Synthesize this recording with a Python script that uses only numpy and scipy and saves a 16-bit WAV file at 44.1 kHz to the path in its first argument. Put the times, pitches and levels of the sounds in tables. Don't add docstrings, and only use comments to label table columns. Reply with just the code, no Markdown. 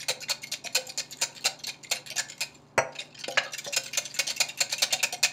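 import sys
import numpy as np
from scipy import signal
from scipy.io import wavfile
from scipy.ndimage import uniform_filter1d

SR = 44100
rng = np.random.default_rng(int(sys.argv[2]) if len(sys.argv) > 2 else 0)


def volts(x):
    e = np.asarray(x, float) / 20
    return 10 ** e


def to_wav(s):
    ch = np.atleast_2d(s).T
    pcm = np.round(np.clip(ch, -1, 1) * 32767)
    wavfile.write(sys.argv[1], SR, pcm.astype(np.int16))


N = 234645


def evened(x):
    return x / np.sqrt(np.mean(x ** 2) + 1e-20)


def unit_energy(x):
    return x / np.linalg.norm(x)


def read(points, hz):
    f, value = np.transpose(points)
    return np.interp(np.log(hz + 1), np.log(f + 1), value)


def colour(x, points):
    gain_db = np.maximum(read(points, abs(np.fft.fftfreq(4096, 1 / SR))), -100)
    log_gain = np.log(volts(gain_db))
    taps = np.fft.ifft(np.exp(np.conj(signal.hilbert(log_gain)))).real[:2048]
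    return signal.oaconvolve(x, unit_energy(taps))[:len(x)]


def butter(x, order, hz, kind):
    return signal.sosfilt(signal.butter(order, hz, kind, fs=SR, output="sos"), x)


def ring(x, hz, width):
    r = np.exp(-np.pi * width / SR)
    turn = 2 * np.pi * hz / SR
    start = np.sqrt(2 * (1 - r * r)) * np.sin(turn)
    return signal.lfilter([0, start], [1, -2 * r * np.cos(turn), r * r], x)


def clink(x, hz, width):
    contact_widths = 5.0
    b, a = signal.iirpeak(hz, hz / (contact_widths * width), SR)
    return signal.lfilter(b, a, ring(x, hz, width))


def train(s, size):
    at = np.clip(np.round(s * SR).astype(int), 0, N - 1)
    return np.bincount(at.ravel(), size.ravel(), N)


# frequency in Hz, level in dB per Hz.
AIR = [(34, -56.5), (50, -10.5), (100, -11.5), (160, -7.5), (260, 0), (420, -10), (600, -10), (940, -8),
       (1300, -18), (3000, -30.5), (6000, -57), (16000, -55.5)]
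# frequency in Hz, level in dB.
HUM = [(119.5, -67.5), (145, -62), (239, -70.5), (399, -70.5), (554, -70)]


def background():
    t = np.arange(N) / SR
    out = volts(-57.68) * evened(colour(rng.standard_normal(N), AIR))
    for hz, db in HUM:
        waver = evened(uniform_filter1d(rng.standard_normal(N), size=4000))
        phase = 2 * np.pi * hz * t + 0.7 * waver[::-1]
        out += volts(db + 3 + 1.5 * waver) * np.sin(phase)
    return out


# frequency in Hz, width in Hz, level in dB.
GLASS_MODES = [(1485, 60, -15.5), (1786, 240, -10), (2160, 84, -8), (2470, 116, -2.5), (2757, 57, -5.5),
               (3113, 190, -7), (3540, 450, -4.5), (3680, 160, -6), (3960, 62, -6.5), (4330, 190, -1.5),
               (4194, 140, -4.5), (4660, 410, -2), (4980, 44, -5.5), (5293, 120, -10.5), (5730, 320, -5),
               (6170, 150, -5), (6574, 90, -6), (7050, 330, -1), (7460, 200, -6.5), (8800, 150, -12.5),
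               (9500, 260, -14), (11400, 850, -16.5), (8210, 160, -14), (10080, 110, -19.5),
               (12500, 480, -18), (14400, 300, -17.5)]
# frequency in Hz, level in dB per Hz.
WIRE_TICK = [(120, -50.5), (200, 8), (442, -42), (532, 0), (1090, -16.5), (1390, -9.5), (1940, -6),
             (2510, -1), (2960, -2), (4210, -5), (14000, -35), (15600, -32.5), (16500, -39.5)]
# time in seconds, level in dB.
RUB = [(0.0, -43), (.55, -75), (.75, -44), (1.85, -53), (2.1, -59), (2.45, -44.5), (2.831, -65),
       (3.02, -40), (3.2, -74), (3.6, -40.5), (4.4, -39), (4.62, -46), (5.05, -59), (5.32, -53)]


def rub():
    s, db = np.transpose(RUB)
    hits = rng.random(N) < 3000 / SR
    grains = rng.standard_normal(N) * volts(2.5 * rng.exponential(1, N)) * hits
    rung = np.zeros(N)
    for hz, width, mode_db in GLASS_MODES:
        rung += volts(mode_db) * ring(grains * rng.standard_normal(N), hz, width)
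    both = 0.92 * evened(rung) + 0.46 * evened(colour(grains, WIRE_TICK))
    return volts(np.interp(np.arange(N) / SR, s, db) - 13.5) * evened(both)


# start in seconds, blow in dB, loudest mode in Hz,
# time the wires take to land in seconds.
BEATS = [(0.0833, -24, 3980, .028), (0.295, -25.5, 4340, 0.025), (0.5164, -29.5, 4130, 0.025),
         (0.748, -22.5, 4250, 0.025), (0.9755, -29, 4240, 0.029), (1.214, -24.5, 6950, 0.027),
         (1.451, -21, 4140, 0.021), (1.668, -32.5, 4390, 0.013), (1.9118, -21.5, 4180, .013),
         (2.18, -27, 1700, .026), (2.4066, -27.5, 2550, 0.026), (3.2795, -34.5, 2570, 0.0066),
         (3.5338, -32.5, 2700, 0.014), (3.58, -34, 2340, 0.015), (3.763, -20, 5120, .013),
         (3.9722, -21.5, 6170, 0.013), (4.189, -21.5, 2210, 0.015), (4.301, -27, 4380, .01),
         (4.401, -19, 2470, .013), (4.6042, -22, 2470, .017), (4.7228, -25.5, 3880, 0.014),
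         (4.8196, -19, 4140, 0.018), (4.9257, -20.5, 3650, 0.013), (5.0286, -19, 2600, 0.014),
         (5.125, -30.5, 5800, .02), (5.229, -19, 2530, 0.02)]
# start in seconds, blow in dB, loudest mode in Hz,
# landing time in seconds.
SWEEPS = [(0.0, -42, 5000, 0.035), (.218, -36.5, 4150, 0.02), (0.654, -39, 2260, 0.021),
          (1.125, -42, 6660, 0.012), (1.1708, -51, 7200, 0.05), (1.3494, -47, 4650, 0.042),
          (1.4087, -52, 4330, 0.024), (1.5897, -48.5, 3300, 0.023), (1.6366, -38, 4300, .015),
          (1.686, -32, 4370, .015), (1.946, -37, 4020, .029), (2.061, -42.5, 2470, 0.036),
          (2.102, -39.5, 2300, 0.024), (2.1582, -35, 6640, 0.027), (2.285, -44.5, 3210, 0.048),
          (3.0, -43, 5570, .022), (3.1892, -45.5, 4570, .028), (3.307, -43.5, 5670, 0.035),
          (3.434, -40, 1800, 0.015), (3.6429, -40.5, 3500, 0.026), (3.7251, -30, 2650, 0.021),
          (3.836, -39, 2570, 0.03), (3.865, -44, 4260, .024), (3.93, -36, 2790, 0.023),
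          (4.048, -38.5, 3450, 0.027), (4.142, -41, 2650, 0.029), (4.268, -31.5, 4230, .03),
          (4.486, -33.5, 3740, 0.011), (4.695, -41, 2350, .023)]
# start in seconds, blow in dB,
# loudest mode in Hz, landing time in seconds.
STRAYS = [(0.025, -44, 2070, .017), (0.2049, -39.5, 6900, 0.013), (0.4187, -44, 6850, 0.011),
          (0.4316, -35, 2230, 0.01), (0.4685, -45, 4400, 0.012), (0.6403, -39, 5640, 0.011),
          (0.726, -46.5, 7100, .008), (0.8686, -43.5, 6900, 0.026), (.892, -35.5, 4730, .012),
          (1.108, -41.5, 6970, .018), (1.318, -55.5, 2710, .01), (1.4418, -27, 2720, 0.0032),
          (1.8298, -44.5, 7200, 0.0074), (1.84, -41.5, 2130, 0.01), (1.894, -49, 4560, 0.036),
          (2.379, -53, 2180, 0.05), (2.544, -51, 7270, .009), (3.418, -65, 4300, .01),
          (3.521, -43, 5900, 0.011), (3.667, -36, 5730, 0.018), (4.3626, -38, 2680, 0.018),
          (4.5745, -34, 2644, 0.017), (4.7808, -37, 2700, 0.027), (5.178, -53, 7600, .008)]
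# start in seconds, blow in dB, loudest mode in Hz,
MUFFLED = [(0.2838, -30.5, 2035, 0.0061), (1.739, -45, 2400, 0.0048), (1.867, -43, 4200, .004),
           (2.922, -47, 4800, 0.0081), (2.9513, -36.5, 2630, .013), (2.9868, -32, 3750, 0.018),
           (3.044, -60, 4030, 0.014), (3.105, -57, 2630, 0.034), (3.1458, -41.5, 3140, 0.0057),
           (3.1702, -46.5, 5260, 0.018), (3.2376, -32, 4550, 0.0073), (3.345, -47.5, 4600, 0.021),
           (3.3736, -18.5, 1706, 0.0094), (3.375, -24.5, 2850, .012), (3.381, -30, 4130, 0.0069),
           (3.2378, -28, 3150, 0.007), (3.454, -44, 1250, 0.035), (4.1, -43, 4660, 0.012),
           (4.9054, -33, 2860, 0.02), (4.99, -37, 2720, 0.014)]
# treble in dB, share of the loudest mode in dB.
TOUCH_COLOUR = [
    (-11.5, -5.5),
    (-14.5, -6),
    (-8, -1),
    (-29, -2.5),
]


def touches():
    out = []
    for rows, (treble_db, share_db) in zip((BEATS, SWEEPS, STRAYS, MUFFLED), TOUCH_COLOUR):
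        out += [(s, db, treble_db, hz, share_db, landing) for s, db, hz, landing in rows]
    return out


def whisk(count=10, size=6):
    s, blow_db, treble_db, best_hz, best_db, landing = (c[:, None] for c in np.transpose(touches()))
    strokes, hits, modes = len(s), count * size, len(GLASS_MODES)
    wire = np.arange(hits) // size

    def per_wire(*more):
        return np.repeat(rng.random((strokes, count, *more)), size, axis=1)

    late = (wire + per_wire() * (wire > 0)) / count
    bounces = np.arange(hits) % size > 0
    chatter = -0.006 * np.log(1 - rng.random((strokes, hits))) * bounces
    at = s + late * landing + chatter

    light = np.clip((-25.5 - blow_db) / 14, 0, 1)
    force = np.minimum(0.61 + late * landing / 0.003, 1) * volts(-5.0 * late - 630 * chatter)
    luck = np.where(wire > 0, 2 * per_wire() - 1, 0.6)
    force = force * volts((3.5 + 9.3 * light) * luck)
    force = force / np.linalg.norm(force, axis=1, keepdims=True)
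    force = force * volts(blow_db) * np.sqrt(landing * SR)
    share = np.clip(volts(best_db), 0, 0.97)
    rest = force * np.sqrt(1 - share ** 2)
    sign = rng.choice([-1.0, 1.0], (strokes, hits))

    stroke_db = (3.37 + 8.5 * light[..., None]) * (2 * rng.random((strokes, 1, modes)) - 1)
    wire_db = 5.34 * (2 * per_wire(modes) - 1)
    weight = (2 * rng.random((strokes, hits, modes)) - 1) * volts(stroke_db + wire_db)
    out = np.zeros(N)
    for k, (hz, width, db) in enumerate(GLASS_MODES):
        above = max(np.log2(hz / 3500), 0)
        tilt_db = (treble_db + 14.5) * above / 1.71 - 7.7 * (late - 0.4) * np.log2(hz / 4100)
        out += clink(train(at, rest * weight[..., k] * volts(db + tilt_db - 4.5)), hz, width)

    for times, blows, hz in zip(at, force * share * sign, best_hz[:, 0]):
        part = out[round(times[0] * SR):][:SR // 6]
        clicks = train(times - times[0], blows)[:len(part)]
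        part += volts(-1.0) * clink(clicks, hz, 95 + 0.012 * hz)

    ticks = sign * rest * volts(-19.0 * light)
    dull = butter(train(at, ticks), 2, 4800, "low")
    sharp = butter(train(at, ticks * volts(treble_db + 19.0)), 2, 4900, "high")
    t = np.arange(SR // 50) / SR
    slap = rng.standard_normal(len(t)) * volts(-4000 * t)
    scrape = signal.oaconvolve(dull + sharp, unit_energy(slap))[:N]
    out = out + volts(-3.0) * colour(scrape, WIRE_TICK)
    return butter(out, 3, 520, "high")


# frequency in Hz, width in Hz, level in dB.
BODY_MODES = [(140.8, 7.1, -11), (253, 7.2, -11.5), (522, 8.6, -5), (565, 15, -0.5), (630, 18, -6.5),
              (696, 15.4, -0.5), (791, 13, -2), (800, 16, -25), (960, 11, -32), (513, 23, -40.5),
              (1430, 63, -14)]
# start in seconds, peak in dB, low note in Hz.
ROCKS = [(0.103, -28, 532.5), (0.298, -35, 930), (0.649, -33, 716), (0.772, -27.5, 522),
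         (0.877, -41.5, 760), (0.975, -41.5, 523), (1.221, -31, 907), (1.451, -27, 768),
         (1.678, -42.5, 763), (1.915, -33.5, 510), (2.111, -40, 630), (2.16, -39.5, 713), (2.409, -39, 890),
         (3.004, -39, 590), (3.463, -38.5, 601), (3.667, -29.5, 567), (3.773, -33.5, 530),
         (3.978, -37.5, 710), (4.194, -34, 565), (4.281, -39.5, 672), (4.307, -42, 669), (4.403, -35, 790),
         (4.612, -38, 556), (4.731, -53, 750), (4.824, -59, 544), (4.927, -25.5, 750), (5.041, -37, 575),
         (5.129, -30, 717), (5.238, -39, 545)]


def rocks():
    out, t = np.zeros(N), np.arange(SR // 3) / SR
    for s, db, hz in ROCKS:
        push = rng.standard_normal(len(t)) * np.minimum(t / 0.0067, 1) * volts(-1500 * t)
        push = unit_energy(push)
        body = sum(volts(d - 30.0) * evened(ring(push, f, width + 3.3)) for f, width, d in BODY_MODES)
        note = clink(push, hz, 13 + 0.059 * max(hz - 500, 0))
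        part = out[round((s - 0.004) * SR):][:len(t)]
        part += volts(db) * (body + volts(20.0) * unit_energy(note))[:len(part)]
    return out


# frequency in Hz, width in Hz, level in dB.
BOTTLE_MODES = [(1420, 37, -24), (2230, 80, -12.5), (2700, 40, -27.5), (4330, 60, -14), (5800, 24, -8),
                (5900, 16, -12.5), (7950, 84, -13), (10100, 60, -30), (13000, 64, -28)]
# frequency in Hz, level in dB per Hz.
RIM_THUD = [(60, -28), (130, -15), (400, -27), (620, 5.5), (1090, -7), (1500, -9.5), (2650, -8),
            (3600, -41), (5500, -21.5), (8000, -34), (9000, -72.5), (16000, -94)]
# start in seconds, blow in dB, low note in Hz, dull rattle in dB,
# rattle tilt in dB per octave.
BOTTLE_KNOCKS = [
    (2.779, -6, 630, 0.5, 3.2),
    (2.789, -12, 620, 3, 1),
]
# start in seconds, blow in dB, low note in Hz, dull rattle in dB, #
# rattle tilt in dB per octave.
HANDLE_KNOCKS = [
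    (3.283, -17, 518, -22, 4.9),
    (3.374, -19.5, 565, 10.5, 9.7),
]


def knocks():
    out, t = np.zeros(N), np.arange(SR // 3) / SR
    free_db, held_db = -35, -64
    rows = [(free_db, *k) for k in BOTTLE_KNOCKS] + [(held_db, *k) for k in HANDLE_KNOCKS]
    for bottle_db, s, blow_db, best_hz, rattle_db, tilt_db in rows:
        noise = rng.standard_normal(len(t))
        blow = unit_energy(noise * volts(-2300 * t) * (rng.random(len(t)) < 0.15))
        both = np.zeros(len(t))
        for hz, width, db in BODY_MODES:
            near_db = 7.3 * np.exp(-(np.log(hz / best_hz) / 0.13) ** 2)
            both += volts(db - 35 + near_db) * evened(ring(blow, hz, width))
        for hz, width, db in BOTTLE_MODES:
            both += volts(db + bottle_db) * evened(ring(blow, hz, width))
        tilted = [(hz, db + tilt_db * np.log2(min(hz, 1800) / 1000)) for hz, db in RIM_THUD]
        rattle = volts(rattle_db) * colour(volts(11) * blow + volts(-15 - 730 * t) * noise, tilted)
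        part = out[round((s - 0.0012) * SR):][:len(t)]
        part += volts(blow_db) * (both + rattle)
    return out


# frequency in Hz, time to fall 60 dB in seconds.
ROOM_DECAY = [(150, 0.19), (600, 0.49), (2500, 0.26), (6000, 0.23), (12000, 0.17)]


def room(x, count=3, size=22):
    out = np.zeros(N)
    turn = np.pi * np.arange(N) / SR / 0.37
    for k in range(count):
        taps = np.zeros(SR // 2)
        at = np.arange(8 * size, len(taps) - size, size)
        taps[at + rng.integers(0, size, len(at))] = rng.choice([-1., 1.], len(at))
        hz, t, z = signal.stft(taps, SR, nperseg=256)
        decay = volts(-60 * t / read(ROOM_DECAY, hz)[:, None])
        tail = signal.istft(z * decay, SR, nperseg=256)[1]
        share = np.sqrt(2 / count) * np.cos(turn + k * np.pi / count)
        out += signal.oaconvolve(x * share, unit_energy(tail))[:N]
    return out


def scene():
    jug = rub() + whisk() + rocks() + knocks()
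    jug = butter(jug, 4, 112, "high")
    mix = jug + volts(-11.5) * room(jug) + background()
    return mix[None]


def roll_off(x):
    return signal.sosfilt(signal.butter(12, 16990, fs=SR, output="sos"), x)


def record(dry):
    mix = signal.oaconvolve(dry, signal.firwin(255, 15800, fs=SR)[None], "same")
    return roll_off(mix)


dry = scene()
out = record(dry)
to_wav(out)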